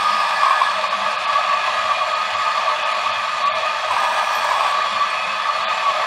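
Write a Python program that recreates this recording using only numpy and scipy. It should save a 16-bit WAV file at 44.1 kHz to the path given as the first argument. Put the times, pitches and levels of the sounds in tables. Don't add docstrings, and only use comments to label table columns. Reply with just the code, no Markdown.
import sys
import numpy as np
from scipy import signal
from scipy.io import wavfile
from scipy.ndimage import uniform_filter1d

SR = 44100
rng = np.random.default_rng(int(sys.argv[2]) if len(sys.argv) > 2 else 0)


def int16_out(signal):
    q = np.round(np.clip(np.atleast_2d(signal).T, -1, 1) * 32767)
    wavfile.write(sys.argv[1], SR, q.astype(np.int16))


def invert_db(level):
    return 10 ** (np.asarray(level, dtype=float) / 20)


N = 267510


def read(points, hz):
    f, value = np.transpose(points)
    return np.interp(np.log(hz + 1), np.log(f + 1), value)


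def along(points):
    return np.interp(np.arange(N) / SR, *np.transpose(points))


def evened(x):
    return x / np.sqrt(np.mean(x ** 2) + 1e-20)


def wobble(shape, *passes):
    noise = rng.standard_normal(shape)
    for size, axis in passes:
        noise = uniform_filter1d(noise, size=size, axis=axis)
    return evened(noise)


def add(mix, s, sound):
    part = mix[round(s * SR):][:len(sound)]
    part += sound[:len(part)]


def humps(modes, hz):
    f, width, db = (c[:, None] for c in np.transpose(modes))
    return invert_db(2 * db) / (1 + ((hz - f) / width) ** 2 * 2) ** 2


def ring(hz, db, t60):
    t = np.arange(int(.3 * SR)) / SR
    return invert_db(db - 60 * t / t60) * np.sin(2 * np.pi * hz * t) * np.minimum(t / 0.0014, 1)


# time in seconds, gap under the cup from 0 (shut) to 1 (clear).
SET_DOWN = [
    (0, 0.95),
    (.18, 1.),
    (.3, 0.79),
    (.45, 0.75),
    (.68, 0.23),
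    (.78, 0.18),
    (.9, 0.1),
]
# time in seconds, gap from 0 (shut) to 1 (clear).
LIFTED = [
    (3.82, 0.),
    (3.92, 0.25),
    (4.05, 0.47),
    (4.2, 0.52),
    (4.35, 0.86),
    (4.5, 0.57),
    (4.68, 0.28),
    (4.76, .12),
    (4.84, 0.),
]


def cup_gap(t):
    return np.clip(np.interp(t, *np.transpose(SET_DOWN + LIFTED)), 0, 1)


# start in seconds, peak level in dB, main ring in Hz.
CUP_KNOCKS = [(0.432, -10.5, 1096), (0.46, -11, 1053), (0.481, -17, 1070), (0.507, -7.5, 1080),
              (0.53, -18, 1080), (0.6145, -8, 1064), (0.6305, -16, 1153), (0.686, -19, 1177),
              (0.927, -15.5, 1126), (1.061, -15, 1144), (3.906, -14, 1010), (3.93, -21, 797),
              (3.965, -15, 953), (4.068, -22, 935), (4.186, -17.5, 897), (4.445, -17.5, 930),
              (4.508, -12, 1037), (4.607, -13, 1080)]
# pitch as a ratio to the main ring, level in dB, time to fall 60 dB in seconds.
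CUP_MODES = [(1, 0.5, 0.086), (2.2, -15, 0.099), (0.67, -14, 0.057), (4.6, -22.5, 0.036), (7.7, -29, .015)]
# start in seconds, pitch in Hz, level in dB, time to fall 60 dB in seconds.
PINGS = [
    (4.043, 12000, -44, .004),
    (4.19, 6000, -30, .006),
    (4.26, 12000, -42, 0.0042),
    (3.908, 8100, -36, 0.033),
    (4, 13800, -44, .05),
    (4.333, 13500, -46, .04),
    (5.1, 8400, -34, .05),
    (4.709, 8280, -34, .04),
    (4.348, 13124, -37, .22),
    (4.54, 6500, -32, .006),
]


def handling():
    out = np.zeros(N)
    for s, db, hz in CUP_KNOCKS:
        add(out, s, sum(ring(hz * ratio, db + mode_db + 2.5, t60) for ratio, mode_db, t60 in CUP_MODES))
    for s, hz, db, t60 in PINGS:
        add(out, s, ring(hz, db, t60))
    return out


# start in seconds, peak level in dB.
SPITS = [(0.0994, -33), (0.1994, -34), (0.3294, -35), (0.5072, -34), (0.6194, -36), (3.9115, -33),
         (4.0444, -33), (4.0894, -35), (4.1384, -35), (4.1844, -34), (4.2567, -34), (4.3271, -31),
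         (4.3694, -33), (4.4414, -28), (4.4994, -31), (4.5394, -34), (4.5999, -32), (4.6808, -33),
         (4.7087, -34)]


def spits():
    out, t = np.zeros(N), np.arange(int(.3 * SR)) / SR
    band = signal.butter(1, [5500, 14000], 'band', fs=SR, output='sos')
    fizz = signal.sosfilt(band, rng.standard_normal((len(SPITS), len(t))))
    for (s, db), noise in zip(SPITS, fizz):
        fade = invert_db(db - 8 - 60 * t / .07)
        add(out, s, noise * fade * np.minimum(t / .002, 1))
    return out


UNDER = .905
# start in seconds, peak level in dB, ring in Hz.
THUMPS = [(0.021, -14, 1190), (0.2177, -12, 1130), (0.826, -21, 1160), (1.0206, -20, 1183),
          (1.1722, -15, 1186), (1.288, -10, 1155), (1.3517, -15, 1150), (1.5193, -7.5, 1112),
          (1.5707, -13, 1192), (1.6257, -14, 1110), (1.6759, -8.5, 1040), (1.724, -15, 1144),
          (1.7685, -9, 1145), (1.9051, -11, 1160), (2.0106, -11, 1130), (2.1327, -11, 1149),
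          (2.3159, -17, 1144), (2.3486, -12, 1156), (2.416, -15, 1136), (2.4662, -15, 1144),
          (2.577, -19, 1149), (2.6289, -13, 1147), (2.6738, -9, 1155), (2.7107, -10, 1134),
          (2.8594, -23, 1166), (2.9194, -31, 1110), (3.0596, -15, 1132), (3.4333, -10, 1141),
          (3.4729, -9, 1158), (3.561, -18, 1160), (3.6288, -17, 1130), (3.8515, -25, 1130),
          (4.2612, -18, 1186), (4.35, -18, 1157), (4.5387, -9, 1040), (4.815, -16, 1196),
          (4.8594, -10, 1140), (4.96, -13, 1160), (5.0029, -13, 1137), (5.029, -15, 1154),
          (5.1103, -11, 1140), (5.489, -12, 1160), (5.7105, -6.5, 1145), (5.8521, -18, 1140),
          (5.8855, -17, 1124), (6.0284, -13, 1045)]


def thumps():
    out, t = np.zeros(N), np.arange(int(.3 * SR)) / SR
    t60, rise_s = 0.11, 0.0035
    for s, db, hz in THUMPS:
        pair = ring(hz, db - 3, t60) + ring(hz * UNDER, db - 12.5, t60)
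        add(out, s, pair * np.minimum(t / rise_s, 1))
    return out


def tumble(per_s=45, spread_db=2.5, wall_hz=1148, db=-26, t60=.1):
    hits = rng.random(N) < per_s / SR
    size = invert_db(spread_db * np.minimum(rng.exponential(1, N), 3)) * hits
    knock = ring(wall_hz, db, t60) + ring(wall_hz * UNDER, db - 6, t60) + ring(wall_hz * .77, db - 8.5, .06)
    return signal.oaconvolve(size, knock)[:N]


def fuzzy(hz, db, blur_hz, flutter=.3):
    waver_hz = blur_hz * wobble(N, (500, 0), (500, 0))
    size = 1 + flutter * wobble(N, (700, 0), (700, 0))
    sag = .0025 * wobble(N, (9000, 0), (9000, 0))
    turns = np.cumsum(hz * (1 + sag) + waver_hz) / SR
    return np.sqrt(2) * invert_db(db) * size * np.sin(2 * np.pi * turns)


def surging(rows, rest_db, lift_db, stretch, drift_db=2.0, open_db=-3.0):
    t = np.arange(N // 64 + 2) * 64 / SR
    drift = wobble(len(t), (50, 0), (50, 0))
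    s, db, length = (c[:, None] for c in np.transpose(rows))
    rest = invert_db(rest_db + open_db * cup_gap(t) + drift_db * drift)
    bells = invert_db(db + lift_db) * np.exp(-((t - s) / (stretch * length)) ** 2)
    return np.interp(np.arange(N) / SR, t, 20 * np.log10(rest + bells.max(axis=0)))


# time in seconds, peak level in dB,
# length in seconds. First the lower and higher drone:
LOW_DRONE = [(0.09, -21, 0.28), (0.28, -21, 0.056), (0.44, -14, 0.069), (0.5, -18, 0.08),
             (0.63, -29, 0.031), (0.94, -21, 0.032), (1.08, -27, 0.039), (1.29, -23, 0.066),
             (1.37, -10.5, 0.023), (1.51, -16.5, 0.088), (1.64, -20, 0.026), (1.79, -17, 0.04),
             (1.9, -19, 0.1), (2.02, -18, 0.028), (2.14, -28, 0.037), (2.43, -19, 0.027),
             (2.58, -17, 0.028), (2.71, -18, 0.043), (3.07, -22, 0.022), (3.46, -19, 0.086),
             (3.54, -29, 0.067), (4.64, -19, 0.27), (4.82, -20, 0.04), (5.02, -15, 0.029),
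             (5.12, -27, 0.035), (5.46, -22, 0.024), (5.72, -22, 0.032), (5.89, -13.5, 0.042)]
HIGH_DRONE = [(0.06, -15, 0.12), (0.21, -22, 0.07), (0.34, -14, 0.047), (0.52, -17, 0.15),
              (1.78, -21, 0.09), (1.92, -29, 0.17), (2.09, -24, 0.16), (2.21, -26, 0.036),
              (2.47, -21, 0.16), (2.69, -29, 0.04), (2.9, -27, 0.088), (2.98, -33, 0.04),
              (3.08, -20, 0.094), (3.25, -21, 0.055), (3.33, -24, 0.13), (3.67, -24, 0.055),
              (4.0, -20, 0.064), (4.08, -18.5, 0.04), (4.2, -13.5, 0.029), (4.31, -28, 0.043),
              (4.41, -30, 0.062), (4.58, -38, 0.08), (5.23, -22, 0.061), (5.52, -27, 0.078),
              (5.66, -20.5, 0.14), (5.96, -18, 0.045)]
# time in seconds, peak in dB, length in seconds.
CHUTE = [(0.21, -31, 0.06), (0.35, -38, 0.091), (0.4, -25, 0.066), (0.51, -33, 0.06), (0.64, -24, 0.16),
         (1.06, -28.5, 0.051), (1.36, -32, 0.17), (1.65, -27, 0.078), (1.77, -30, 0.17), (4.09, -29, 0.058),
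         (4.23, -32, 0.11), (4.48, -25, 0.06)]
# time in seconds, peak in dB, length in seconds.
LOW_WHINE = [
    (0.09, -38, 0.046),
    (0.39, -30, 0.068),
    (1.59, -31, 0.025),
    (1.96, -23, 0.08),
    (2.23, -29, 0.11),
    (3.2, -34, 0.065),
    (4.04, -36, 0.2),
    (4.19, -39, 0.05),
    (4.39, -45, 0.11),
    (5.2, -26, 0.12),
]
HIGH_WHINE = [
    (1.97, -39, 0.058),
    (2.25, -38, 0.13),
    (2.67, -34, 0.051),
    (2.81, -29, 0.08),
    (3.15, -32, 0.076),
    (3.66, -30, 0.044),
    (5.2, -27, 0.067),
    (5.29, -23.5, 0.071),
    (5.68, -30, 0.093),
    (5.79, -27.5, 0.048),
]
# time in seconds, peak in dB, length in seconds.
HUM_SURGES = [(1.04, -52, 0.058), (1.34, -54, 0.07), (1.79, -53, 0.17), (2.36, -55, 0.08),
              (2.5, -54, 0.072), (3.08, -54, 0.08), (3.18, -60, 0.065), (3.29, -60, 0.07), (3.56, -51, 0.1),
              (3.92, -51, 0.092), (4.53, -54, 0.069), (4.96, -57, 0.11)]
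DOUBLE_SURGES = [(0.14, -44.5, 0.1), (0.31, -52, 0.18), (0.77, -50, 0.17), (0.97, -47, 0.17),
                 (1.03, -48, 0.17), (1.31, -59, 0.088), (1.85, -55, 0.11), (2.01, -59, 0.052),
                 (2.2, -55, 0.086), (3.09, -50, 0.054), (4.92, -48, 0.08), (5.29, -51, 0.083)]
# time in seconds, pitch in Hz.
MESH = [(0, 1222), (.6, 1224), (.9, 1250), (1.3, 1245), (1.6, 1224), (1.8, 1235), (2.2, 1246), (2.6, 1240),
        (3.3, 1246), (3.5, 1215), (3.9, 1228), (4.7, 1220), (5.0, 1240), (5.3, 1255), (5.6, 1238),
        (6.07, 1248)]
# time in seconds, pitch in Hz.
CHUTE_PITCH = [(0, 1699), (.7, 1698), (1.5, 1676), (2.3, 1665), (2.8, 1745), (3.4, 1730), (3.9, 1708),
               (4.6, 1675), (5.2, 1730), (6.07, 1735)]
# pitch in Hz, blur in Hz, rms level in dB.
THIN = [(632, 13.06, -47), (863, 17.04, -45.5), (912, 14.2, -41.5), (923, 13, -62), (1108, 17.4, -42),
        (1040, 9.8, -52), (1304, 10.3, -42), (1637, 9.7, -45), (1730, 9.66, -44), (1542, 13.4, -48.5),
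        (1984, 12.7, -44), (2152, 12, -49), (2890, 10.7, -53), (3358, 12.56, -41.5), (4380, 15.34, -50.5),
        (7260, 10.5, -66), (8410, 21, -77), (9690, 17, -78)]


def tones():
    mesh_hz = along(MESH)
    out = fuzzy(1146., surging(LOW_DRONE, -36, -6.5, 0.64), 13.7, flutter=0.22)
    out += fuzzy(mesh_hz, surging(HIGH_DRONE, -33.5, -6.5, 0.53, open_db=5.0), 11.88, flutter=0.35)
    out += fuzzy(along(CHUTE_PITCH), surging(CHUTE, -41.0, -7.0, 0.75, open_db=3.5), 11.07, flutter=0.26)
    out += fuzzy(2432., surging(LOW_WHINE, -40.5, -10.0, 0.84, open_db=3.0), 15.2, flutter=0.15)
    out += fuzzy(2540., surging(HIGH_WHINE, -45.0, -6.5, 0.85), 27.94, flutter=0.42)
    out += fuzzy(2 * mesh_hz, -43 - 6 * cup_gap(np.arange(N) / SR), 12.25, flutter=0.41)
    out += fuzzy(98.5, surging(HUM_SURGES, -62.5, -2.0, 0.52), 6.4, flutter=0.63)
    out += fuzzy(204., surging(DOUBLE_SURGES, -59, -3.5, 0.55), 14.4, flutter=0.39)
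    return out + sum(fuzzy(hz, db, blur, flutter=0.54) for hz, blur, db in THIN)


def funnel_controls(t):
    gap = cup_gap(t)[:, None]
    ajar = np.minimum(gap / 0.26, 1)
    leak_db = -33 + 32 * ajar ** 0.94
    hollow_db = -33 * (1 - ajar) + 5.5 * ajar - 4.5 * gap ** 2
    throat_db = -15 + 21 * gap
    rim_hz = 8200 + 430 * gap
    squeeze_db = 3.5 * ajar * (1 - gap)
    return leak_db, hollow_db, throat_db, rim_hz, squeeze_db


# frequency in Hz, level in dB.
LEAK = [(3500, -69), (4700, -31), (5600, -35), (6300, -60), (7800, -35), (9500, -44.5), (12000, -49.5),
        (12800, -55), (13800, -53), (15700, -55)]
# pitch in Hz, width in Hz, level in dB.
HOLLOW = [(825, 125, -11), (963, 55, -5.5), (1080, 40, -27), (1637, 160, -13.5)]
# time in seconds, pitch in Hz.
THROAT = [(0, 5100), (.6, 5000), (4., 5850), (4.6, 5700)]


def funnel(t, hz, whistle_db=-31, whistle_width=240):
    leak_db, hollow_db, throat_db, rim_hz, squeeze_db = funnel_controls(t)
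    whistle_shape = 1 / (1 + 2 * ((hz - rim_hz) / whistle_width) ** 2) ** 2
    whistle = invert_db(2 * (whistle_db + squeeze_db) + leak_db) * whistle_shape
    throat_hz = np.interp(t, *np.transpose(THROAT))[:, None]
    top = np.clip(hz / 9000 - 1, 0, 1)
    beam_db = top * (.3 * leak_db + .32 * throat_db + 3.5 + 8 * (throat_hz / 800 - 6.3))
    hiss = invert_db(2 * (leak_db + beam_db)) * invert_db(2 * read(LEAK, hz)) * (hz > 3000)
    rattle = invert_db(2 * (throat_db - 25.0)) / (1 + 2 * ((hz - throat_hz) / 520) ** 2) ** 2
    hollow = invert_db(2 * hollow_db) * humps(HOLLOW, hz).sum(axis=0)
    return hiss + whistle + hollow + rattle


def burrs(cracks_per_s=500, spread_db=1.5, share=0.24):
    hits = rng.random(N) < cracks_per_s / SR
    cracks = invert_db(spread_db * np.minimum(rng.exponential(1, N), 4)) * hits
    bursts = signal.lfilter([1], [1, -np.exp(-1 / (0.0024 * SR))], cracks)
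    return evened(rng.standard_normal(N) * (1 + share * evened(bursts)))


# time in seconds, level in dB.
GRIND = [(0, -25), (.75, -25.5), (1.6, -25), (1.72, -24), (2.04, -25.5), (2.95, -25), (3.2, -25.5),
         (4.1, -25.5), (4.7, -24.5), (5.3, -26), (6.07, -24.5)]
# time in seconds, lift in dB.
CRUNCHES = [
    (1.72, 1.),
    (4.04, 2.7),
    (4.19, 4.),
    (4.46, 2.4),
    (5.91, 1.5),
]
# pitch in Hz, width in Hz, level in dB.
HOUSING = [(75, 20, -57), (148, 30, -36), (214, 34, -30.5), (380.4, 21.5, -28), (502.5, 13, -21),
           (630.2, 59, -8), (737, 52, -10.5), (888, 28.5, -6.5), (1048, 52, -10), (1160, 93, -7),
           (1267, 36, -7.5), (1550, 58, -18.5), (1770, 143, -16.5), (1948, 27, -16.5), (2175, 52, -16.5),
           (2422, 39, -13.5), (2570, 160, -17), (2830, 20, -23), (3280, 19, -13.5), (3510, 100, -19),
           (3845, 280, -24), (4344, 82, -19.5), (4466, 30, -18), (4850, 44, -25), (5500, 34, -38),
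           (6720, 69, -33.5), (7260, 110, -32.5), (8500, 58, -36), (9650, 84, -38), (10160, 71, -47)]
# frequency in Hz, level in dB per Hz.
RUSH = [(25, -88), (70, -28), (200, -26.5), (306, -48), (430, -31), (610, -6), (1180, -8.5), (1410, -6.5),
        (3040, -6.5), (6210, -21), (9300, -35), (11100, -35), (11800, -42), (15600, -46)]


def grinder(wander_db=2.0, patchy_db=1.0, rush_db=-14, crunch_s=0.0078):
    hz, t, z = signal.stft(burrs(), SR, nperseg=2048, noverlap=1536)
    wander = wobble((len(t), len(HOUSING)), (14, 0))
    patches = wobble((len(t), len(hz)), (6, 0), (16, 1))
    grind_db = np.interp(t, *np.transpose(GRIND))
    crunch_db = sum(db * np.exp(-((t - at) / crunch_s) ** 2) for at, db in CRUNCHES)
    load = invert_db(2 * (grind_db + crunch_db + 27))[:, None]
    housing = invert_db(2 * wander_db * wander) @ humps(HOUSING, hz) + invert_db(2 * (read(RUSH, hz) + rush_db))
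    power = (load * housing + funnel(t, hz)) * invert_db(2 * patchy_db * patches)
    return invert_db(-2) * signal.istft(z * np.sqrt(power.T), SR, nperseg=2048, noverlap=1536)[1][:N]


def scene():
    return (grinder() + tones() + handling() + thumps() + spits() + tumble())[None]


# time in seconds, lost above this many Hz,
# dB by which a peak must top its neighbours to survive.
STARVED = [(.893, 4600, 11), (1.172, 4850, 9), (1.265, 4800, 9), (2.147, 5230, 2), (2.356, 7000, 8.5),
           (2.844, 5570, 10), (2.937, 5000, 3), (3.122, 4830, 4.5), (3.447, 4300, 8), (3.494, 3900, 18),
           (3.517, 3600, 19), (3.54, 3920, 16), (5.653, 4730, 20), (5.676, 4650, 19)]
# time in seconds, pitch in Hz.
SURVIVORS = [(3.494, 7290), (3.494, 4830), (3.517, 6740), (3.517, 5680), (3.517, 4830), (3.517, 4350),
             (3.54, 9670), (3.54, 5680), (3.54, 4830), (5.653, 7400), (5.676, 7400)]


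def dropouts(x, lead=1528, hop=1024):
    n, k = np.arange(2 * hop) + .5, np.arange(hop) + .5
    window = np.sin(np.pi * n / (2 * hop))[:, None]
    basis = window * np.cos(np.pi / hop * np.outer(n + hop / 2, k)) * np.sqrt(2 / hop)
    hz = k * SR / (2 * hop)
    clean = signal.sosfilt(signal.butter(2, 45, 'high', fs=SR, output='sos'), x)
    blocks = np.pad(clean, (lead, 3 * hop - (lead + N) % hop), 'reflect').reshape(-1, hop)
    lines = np.c_[blocks[:-1], blocks[1:]] @ basis
    t = (np.arange(len(lines)) * hop + hop - lead) / SR
    power = lines ** 2 + 1e-20
    over_db = 10 * np.log10(power / uniform_filter1d(power, size=60, axis=1))

    weak = uniform_filter1d(power, size=4, axis=1) < invert_db(-127)
    moods = wobble(power.shape, (4, 0), (9, 1))
    band = uniform_filter1d(uniform_filter1d(power, size=30, axis=1), size=3, axis=0)
    band_db = 10 * np.log10(band)
    limit = -2.5 + 4.5 * np.clip((hz - 14800) / 600, 0, 1) + 1.5 * (abs(hz - 12900) < 700)
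    empty = .25 * (band_db - np.median(band_db, axis=0)) + 2.5 * moods < limit
    keep = 1. - (weak | empty) * (hz > 11400)

    starved_s = np.array(STARVED)[:, 0]
    for s, above_hz, need_db in STARVED:
        frame = np.argmin(abs(t - s))
        alone = np.sum(abs(starved_s - s) < .03) < 2
        firm_bass = (abs(hz - 350) > 120) & ((s < 5) | (hz > 150))
        spared = np.clip(1 - (hz - above_hz) / 600, 0, 1) * (firm_bass | alone)
        excess_db = over_db[frame] - need_db - (hz - above_hz) / 800
        keep[frame] *= np.clip(excess_db / .5 + 60 * spared ** 2, 0, 1)
    for s, line_hz in SURVIVORS:
        keep[np.argmin(abs(t - s)), abs(hz - line_hz) < 45] = 1.6
    halves = (lines * keep) @ basis.T
    return (halves[1:, :hop] + halves[:-1, hop:]).ravel()[lead - hop:][:N]


def band_limit(x):
    return signal.sosfilt(signal.butter(12, 15700, fs=SR, output="sos"), x)


def record(dry):
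    mix = dropouts(dry[0])[None]
    return band_limit(mix)


dry = scene()
out = record(dry)
int16_out(out)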